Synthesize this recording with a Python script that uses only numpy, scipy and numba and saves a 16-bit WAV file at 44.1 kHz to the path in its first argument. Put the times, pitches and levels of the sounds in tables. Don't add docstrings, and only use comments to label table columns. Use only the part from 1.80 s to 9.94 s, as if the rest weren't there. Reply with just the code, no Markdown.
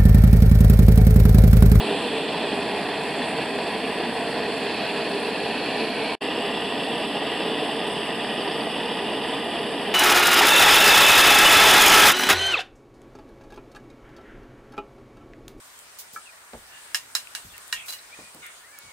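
import sys
import numpy as np
from scipy import signal
from scipy.fft import rfft, irfft, next_fast_len
from scipy.io import wavfile
from scipy.ndimage import uniform_filter1d
from numba import njit

SR = 44100
rng = np.random.default_rng(int(sys.argv[2]) if len(sys.argv) > 2 else 0)


def int16_out(signal):
    q = np.round(np.clip(np.atleast_2d(signal).T, -1, 1) * 32767)
    wavfile.write(sys.argv[1], SR, q.astype(np.int16))


N = 358974
TIME_S = np.arange(N) / SR
REGRIP_S = 4.38


def undb(db):
    return 10 ** (np.asarray(db) / 20)


def unit(x):
    return x / np.sqrt(np.mean(x ** 2))


def curves(table):
    times_s, *columns = np.transpose(table)
    return [np.interp(TIME_S, times_s, column) for column in columns]


def colour(x, points, bells=()):
    size = next_fast_len(N)
    hz = np.arange(size // 2 + 1) * SR / size + 1
    points_hz, points_db = np.array(points).T
    gain_db = np.interp(np.log(hz), np.log(points_hz), points_db)
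    for centre, width, bell_db in bells:
        gain_db = gain_db + bell_db / (1 + (2 * (hz - centre) / width) ** 2)
    return irfft(rfft(x, size) * undb(gain_db), size)[..., :N]


def walk(rate_hz):
    step = int(SR / rate_hz)
    held = np.repeat(rng.standard_normal(N // step + 1), step)
    smooth = uniform_filter1d(uniform_filter1d(held, step), step)
    return unit(smooth[:N])


def pan(x, db):
    return x * undb(np.array([[db], [-db]]) / 2)


@njit
def svf(x, hz, width):
    y, band, low = np.empty(len(x)), 0., 0.
    for i in range(len(x)):
        g = np.tan(np.pi * hz[i] / SR)
        damping = width / hz[i]
        v = (band + g * (x[i] - low)) / (1 + g * (g + damping))
        band = 2 * v - band
        low = low + 2 * g * v
        y[i] = damping * v
    return y


def grip(first, second):
    return np.where(TIME_S < REGRIP_S, float(first), float(second))


def start():
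    return np.clip(1 - (TIME_S - 0.63) / 0.43, 0, 1)


def burning(lick_db, eddy_db):
    return rng.standard_normal(N) * undb(lick_db * walk(15) + eddy_db * walk(160))


def torch():
    roar_db = -27.5 + 0.86 * start() - 0.14 * TIME_S
    jet_db = grip(-50.5, -49.5) - 0.5 * start()
    surge = undb(0.37 * walk(30) + 0.66 * walk(200))
    low = roar(roar_db)
    gate = 1 - 0.04 * unit(low[0])
    return surge * (low + gate * hearth()) + jet(jet_db)


def roar(level_db):
    # (frequency [Hz], relative density [dB per Hz])
    roar_shape = [(15, -65), (25, -37), (50, -30), (70, -21.5), (108, -17), (150, -11.5), (224, -3),
                  (291, -2.5), (405, -4.5), (544, -4.5), (694, -4), (966, -5.5), (1200, -14.5),
                  (1400, -22.5), (2100, -21), (3500, -86)]
    puff_share, puff_lean_rad = 0.06, 0.9
    body = unit(colour(burning(lick_db=0.05, eddy_db=0.54), roar_shape))
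    body = body - puff_share * unit(colour(body ** 2 - 1, roar_shape))
    body = irfft(rfft(body) * np.exp(1j * puff_lean_rad), N)
    return pan(unit(body) * undb(level_db), -0.85)


def hearth():
    # (time [s], depth [0-1])
    depth_points = [(0, 0.2), (1.9, 0.13), (2.4, 0.12), (2.98, 0.75), (3.3, 0.5), (3.7, 0.68), (3.95, 0.7),
                    (4.1, 0.7), (4.34, 0.67), (4.42, 0.27), (5.0, 0.4), (5.7, 0.3), (6.05, 0.33),
                    (6.7, 0.28), (8.14, 0.3)]
    # (centre in first grip [Hz], level [dB], centre in second grip [Hz], level [dB],
    # extra at the start [dB], extra at full depth [dB], fall of the centre at full depth [%],
    # width of the narrowest filter stage [Hz], left minus right [dB])
    hollows = [(1200, -59, 1209, -41.5, 1, -9, .6, 94, -.4), (2225, -53, 2500, -48, -1, -3, .6, 88, -.8),
               (1790, -36.5, 1874, -37, -0.8, 0, 4.6, 500, 0.1),
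               (2634, -37.5, 2780, -39, 2, 4, 4.3, 520, -0.68),
               (3115, -45, 2974, -39, 3.5, 2.5, 1.2, 380, -0.24),
               (3410, -42.5, 3393, -39.5, 4, 1.5, .6, 410, -1.5),
               (4390, -42, 4650, -48, 0.5, 5.5, 3.2, 644, -0.096)]
    depth, = curves(depth_points)
    out = 0
    for hz_1, db_1, hz_2, db_2, start_db, deep_db, fall, width, pan_db in hollows:
        level_db = grip(db_1, db_2) + start_db * start() + deep_db * depth
        hz = grip(hz_1, hz_2) * (1 - fall / 100 * depth)
        ring = burning(lick_db=0.39, eddy_db=1.04)
        for stage in (1., 2.53, 2.83):
            ring = svf(ring, hz, stage * width)
        out = out + pan(unit(ring) * undb(level_db), pan_db)
    return out


def jet(level_db):
    # (frequency [Hz], relative gain [dB])
    hiss_shape = [(3500, -45), (5000, -4), (6020, -40), (6500, -20), (6850, -27), (7310, -5.5), (7850, 0),
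                  (9300, 2), (10200, 0.5), (11000, -6.5), (12100, -12), (13000, -14), (13800, -8),
                  (14400, -35)]
    eddies = 0
    for hz in 5000 * 1.2 ** np.arange(6):
        eddy = svf(burning(lick_db=1.36, eddy_db=2.0), np.full(N, hz), hz / 5)
        eddies = eddies + eddy / np.sqrt(hz)
    hiss = unit(colour(eddies, hiss_shape))
    grip_age_s = TIME_S - grip(0, REGRIP_S)
    edge_db = grip(5.5, -0.5) - grip(0.2, 2) * grip_age_s
    edge = svf(hiss, np.full(N, 7060.), 1250.)
    hiss = hiss + (undb(edge_db) - 1) * edge
    return pan(hiss * undb(level_db), -0.7)


def sizzles():
    # (time [s], level at the peak before halving [dB], centre [Hz])
    sizzle_events = [(6.4976, -36, 4920), (6.6139, -33, 4640), (6.6762, -33, 4730), (6.7136, -35, 4900),
                     (6.8059, -33, 4650)]
    swell_s, width_hz = 0.008, 150.
    out = 0
    for time_s, level_db, hz in sizzle_events:
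        swell = np.exp(-2 * ((TIME_S - time_s - swell_s / 2) / swell_s) ** 2)
        centre = np.full(N, float(hz))
        hiss = svf(rng.standard_normal(N), centre, width_hz)
        hiss = svf(hiss, centre, 2 * width_hz)
        out = out + undb(level_db) / 2 * swell * unit(hiss)
    return pan(out, -6)


def echoes(x):
    # (width [Hz], rows of (time [s], centre [Hz], gain [dB]))
    sliding_bands = [(140, [(0, 2170, -7), (.6, 2160, -9), (.8, 2150, 0.5), (3.1, 2130, -2),
                     (3.5, 2160, -3), (4.34, 2070, -18), (4.42, 2160, -7), (8.14, 2150, -9)]),
                     (130, [(0, 2350, 0), (2.0, 2360, -1), (3.5, 2360, -6), (3.9, 2290, 0),
                     (4.34, 2250, 8.5), (4.42, 2400, -0.5), (8.14, 2400, -1)]), (130, [(0, 3000, 3),
                     (.7, 3000, -2), (.95, 2990, -10), (1.3, 2960, -4), (3.2, 2950, -1), (4.34, 2970, 1.5),
                     (4.42, 2640, 3), (6, 2650, -0.5), (8.14, 2600, -3)]), (160, [(0, 3650, 1),
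                     (1.3, 3800, -3), (2.2, 3880, -4), (3, 3650, -3), (4.34, 3700, -3), (4.42, 4050, 4),
                     (5.7, 4050, 6), (6.1, 4060, -1), (8.14, 4080, 1)]), (200, [(0, 4700, -6),
                     (.8, 4500, -4), (1.2, 4350, -0.5), (4.34, 4340, -0.5), (4.42, 4380, 2),
                     (5.7, 4400, 2.5), (6.1, 4450, -3), (8.14, 4530, -3)]), (600, [(0, 10300, 1),
                     (.35, 10250, -6), (.6, 9400, -5), (.9, 8500, -13), (1.1, 8050, -9), (1.5, 8500, -2),
                     (2.5, 8800, -1), (3.0, 8550, -9), (3.4, 8700, -3), (3.9, 8700, -15), (4.34, 8440, -4),
                     (4.42, 8950, -11), (5.3, 9200, -4), (6.5, 9400, 0), (8.14, 9500, -6)]),
                     (550, [(0, 9300, 4.5), (.9, 9700, 1), (1.3, 9950, -7), (1.75, 10300, -6),
                     (1.85, 10300, 0), (1.87, 7600, -6), (2.0, 7600, -11), (2.6, 7700, -3), (3.3, 7800, -5),
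                     (3.8, 8100, -9), (4.34, 7900, -1), (4.42, 8450, -4), (5.8, 8550, -2), (6.2, 8300, 3),
                     (8.14, 8200, -4)]), (300, [(0, 5050, -2), (.8, 5000, 0), (1.2, 4950, -4),
                     (2.5, 4950, -0.5), (4.34, 5000, -3), (4.42, 5170, 4.5), (8.14, 5200, 3)]),
                     (200, [(0, 3920, 4), (.7, 4000, 1.5), (1.1, 3700, 1.5), (2.5, 3700, 1),
                     (4.34, 3600, 0.5), (4.42, 3560, 0.5), (5.7, 3530, 2.5), (6.1, 3650, 0),
                     (8.14, 3650, 1.5)]), (110, [(0, 440, 2), (1, 440, -1), (2.7, 440, 0.5), (3.0, 437, -3),
                     (3.4, 440, 2), (4.4, 440, 0.5), (5.3, 440, 0.5), (5.8, 434, 3), (6.3, 437, -2),
                     (8.14, 440, 1)]), (597, [(0, 8400, 3.5), (.6, 8500, 2), (1.0, 9250, 2.5),
                     (1.5, 9100, 6), (1.8, 9200, 3), (2.1, 8300, 2), (2.6, 8500, 2.5), (3.0, 9300, 2),
                     (4.2, 9300, 4), (4.34, 9200, 2), (4.42, 8000, 4.5), (5.7, 8050, 3.5), (6.2, 8800, 2),
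                     (8.14, 8800, 1.5)])]
    for width, path in sliding_bands:
        hz, gain_db = curves(path)
        band = np.array([svf(side, hz, float(width)) for side in x])
        x = x + (undb(gain_db) - 1) * band
    return x


def walls(x):
    # (frequency [Hz], level against the direct sound [dB])
    wall_levels = [(1500, -33), (2100, -17), (3000, -12.5), (4500, -10.5), (7000, -6), (12000, -16)]
    place_times = [1.0, 3.2, 5.4, 7.3]
    t60_s, steady_share = 0.34, 0.45
    t = np.arange(SR // 2) / SR
    tails = rng.standard_normal((len(place_times) + 1, len(t))) * undb(-60 * t / t60_s)
    steady, *moving = tails
    treble, out = colour(x, wall_levels), 0
    for place, own in zip(np.eye(len(moving)), moving):
        tail = np.sqrt(steady_share) * steady + np.sqrt(1 - steady_share) * own
        tail = tail[None] / np.linalg.norm(tail)
        here = np.interp(TIME_S, place_times, place)
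        out = out + signal.fftconvolve(treble * here, tail, axes=1)[:, :N]
    return x + out


def scatter():
    # (frequency [Hz], level against the direct sound [dB])
    scatter_levels = [(25, -6), (60, -5), (130, -18), (300, -20), (700, -25), (1350, -19), (1800, -18.5),
                      (2150, -18), (2800, -19.5), (3400, -17), (3900, -7), (4400, -10), (4900, -6),
                      (5500, -2), (6800, 0), (7200, -7), (8000, -6), (9300, -7), (10200, -5), (11200, -2),
                      (12500, -1), (13700, -7)]
    other_flame = torch().mean(axis=0)
    return colour(other_flame, scatter_levels) * np.array([[1], [-1]])


def lead(x):
    # (frequency [Hz], phase [rad])
    phase_points = [(20, 0), (3300, 0), (3950, .3), (4400, -.2), (5100, 1.3), (6100, .4), (7000, .1),
                    (8200, .3), (9300, .85), (10200, .3), (10850, .7), (12500, -.4), (14000, 0)]
    size = next_fast_len(N)
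    hz = np.arange(size // 2 + 1) * SR / size
    turn = np.interp(hz, *np.transpose(phase_points))
    sides = np.array([[1], [-1]])
    return irfft(rfft(x, size) * np.exp(.5j * turn * sides), size)[:, :N]


def scene():
    # (centre [Hz], width [Hz], gain [dB])
    shop_waves = [(115.7, 8.9, -19), (141, 13, 3), (258, 8, -1), (294, 17, 2), (316, 11, -2), (369, 6, -8),
                  (382.4, 15.2, -11.5), (404.7, 10.3, 11.5), (472, 8.7, -4.5), (479, 7.4, 3),
                  (457, 37, 6.5), (501.5, 7, -5.5), (523, 7.5, -6), (637, 9.8, 3.5), (666, 11, -3.5),
                  (743, 13, 1.5), (838, 9.2, -3.5), (970, 10, -0.5), (558, 21.4, -9.5), (616, 10, -5),
                  (690, 30, 2.5), (722, 10, -5), (782, 14, -4), (912, 16, -15), (1024, 12, -11),
                  (1048, 20, 3), (1074, 14, -12), (1129, 14, -9), (1189, 14, -9), (1249, 12, -5),
                  (1267, 22, -7), (1357, 10, -4), (1401, 10, -3), (1424, 14, 4), (1486, 10, -3),
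                  (1312, 14, -5), (1343, 16, 3), (1460, 50, -4), (1545, 12, -5), (1598, 18, -7),
                  (1742, 16, -7), (1647, 20, -3), (1825, 18, -3), (1926, 22, 2), (2008, 16, -8),
                  (2100, 30, -3), (1220, 18, 2), (1515, 12, 3.5), (2065, 24, 1), (2200, 18, 0),
                  (2490, 30, 2), (3010, 24, -4), (3180, 20, -2.5), (3870, 22, 0), (4110, 24, -9),
                  (4260, 22, 2.5), (2850, 43, 3), (3440, 74, 1.5), (3600, 130, -1)]
    # (centre [Hz], width [Hz], gain [dB])
    side_bells = [
        [(4530, 490, -7.5), (4330, 220, 2)],
        [(4800, 340, 3), (5600, 230, -1), (11200, 910, 3.5)],
    ]
    flat = [(20, 0), (20000, 0)]
    direct = walls(echoes(torch()))
    near = np.array([colour(side, flat, list(shop_waves) + list(bells))
                     for side, bells in zip(direct, side_bells)])
    return lead(near) + scatter() + sizzles()


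def record(dry):
    # (time [s], gain [dB])
    dropout_points = [(4.3520, 0), (4.3524, -25), (4.365, -34), (4.380, -39), (4.390, -62), (4.396, -80),
                      (4.403, -65), (4.410, -13), (4.414, -5), (4.420, 0)]
    gain_db, = curves(dropout_points)
    low_pass = signal.ellip(10, .2, 80, 14300, fs=SR, output="sos")
    return signal.sosfilt(low_pass, dry * undb(gain_db))


dry = scene()
out = record(dry)
int16_out(out)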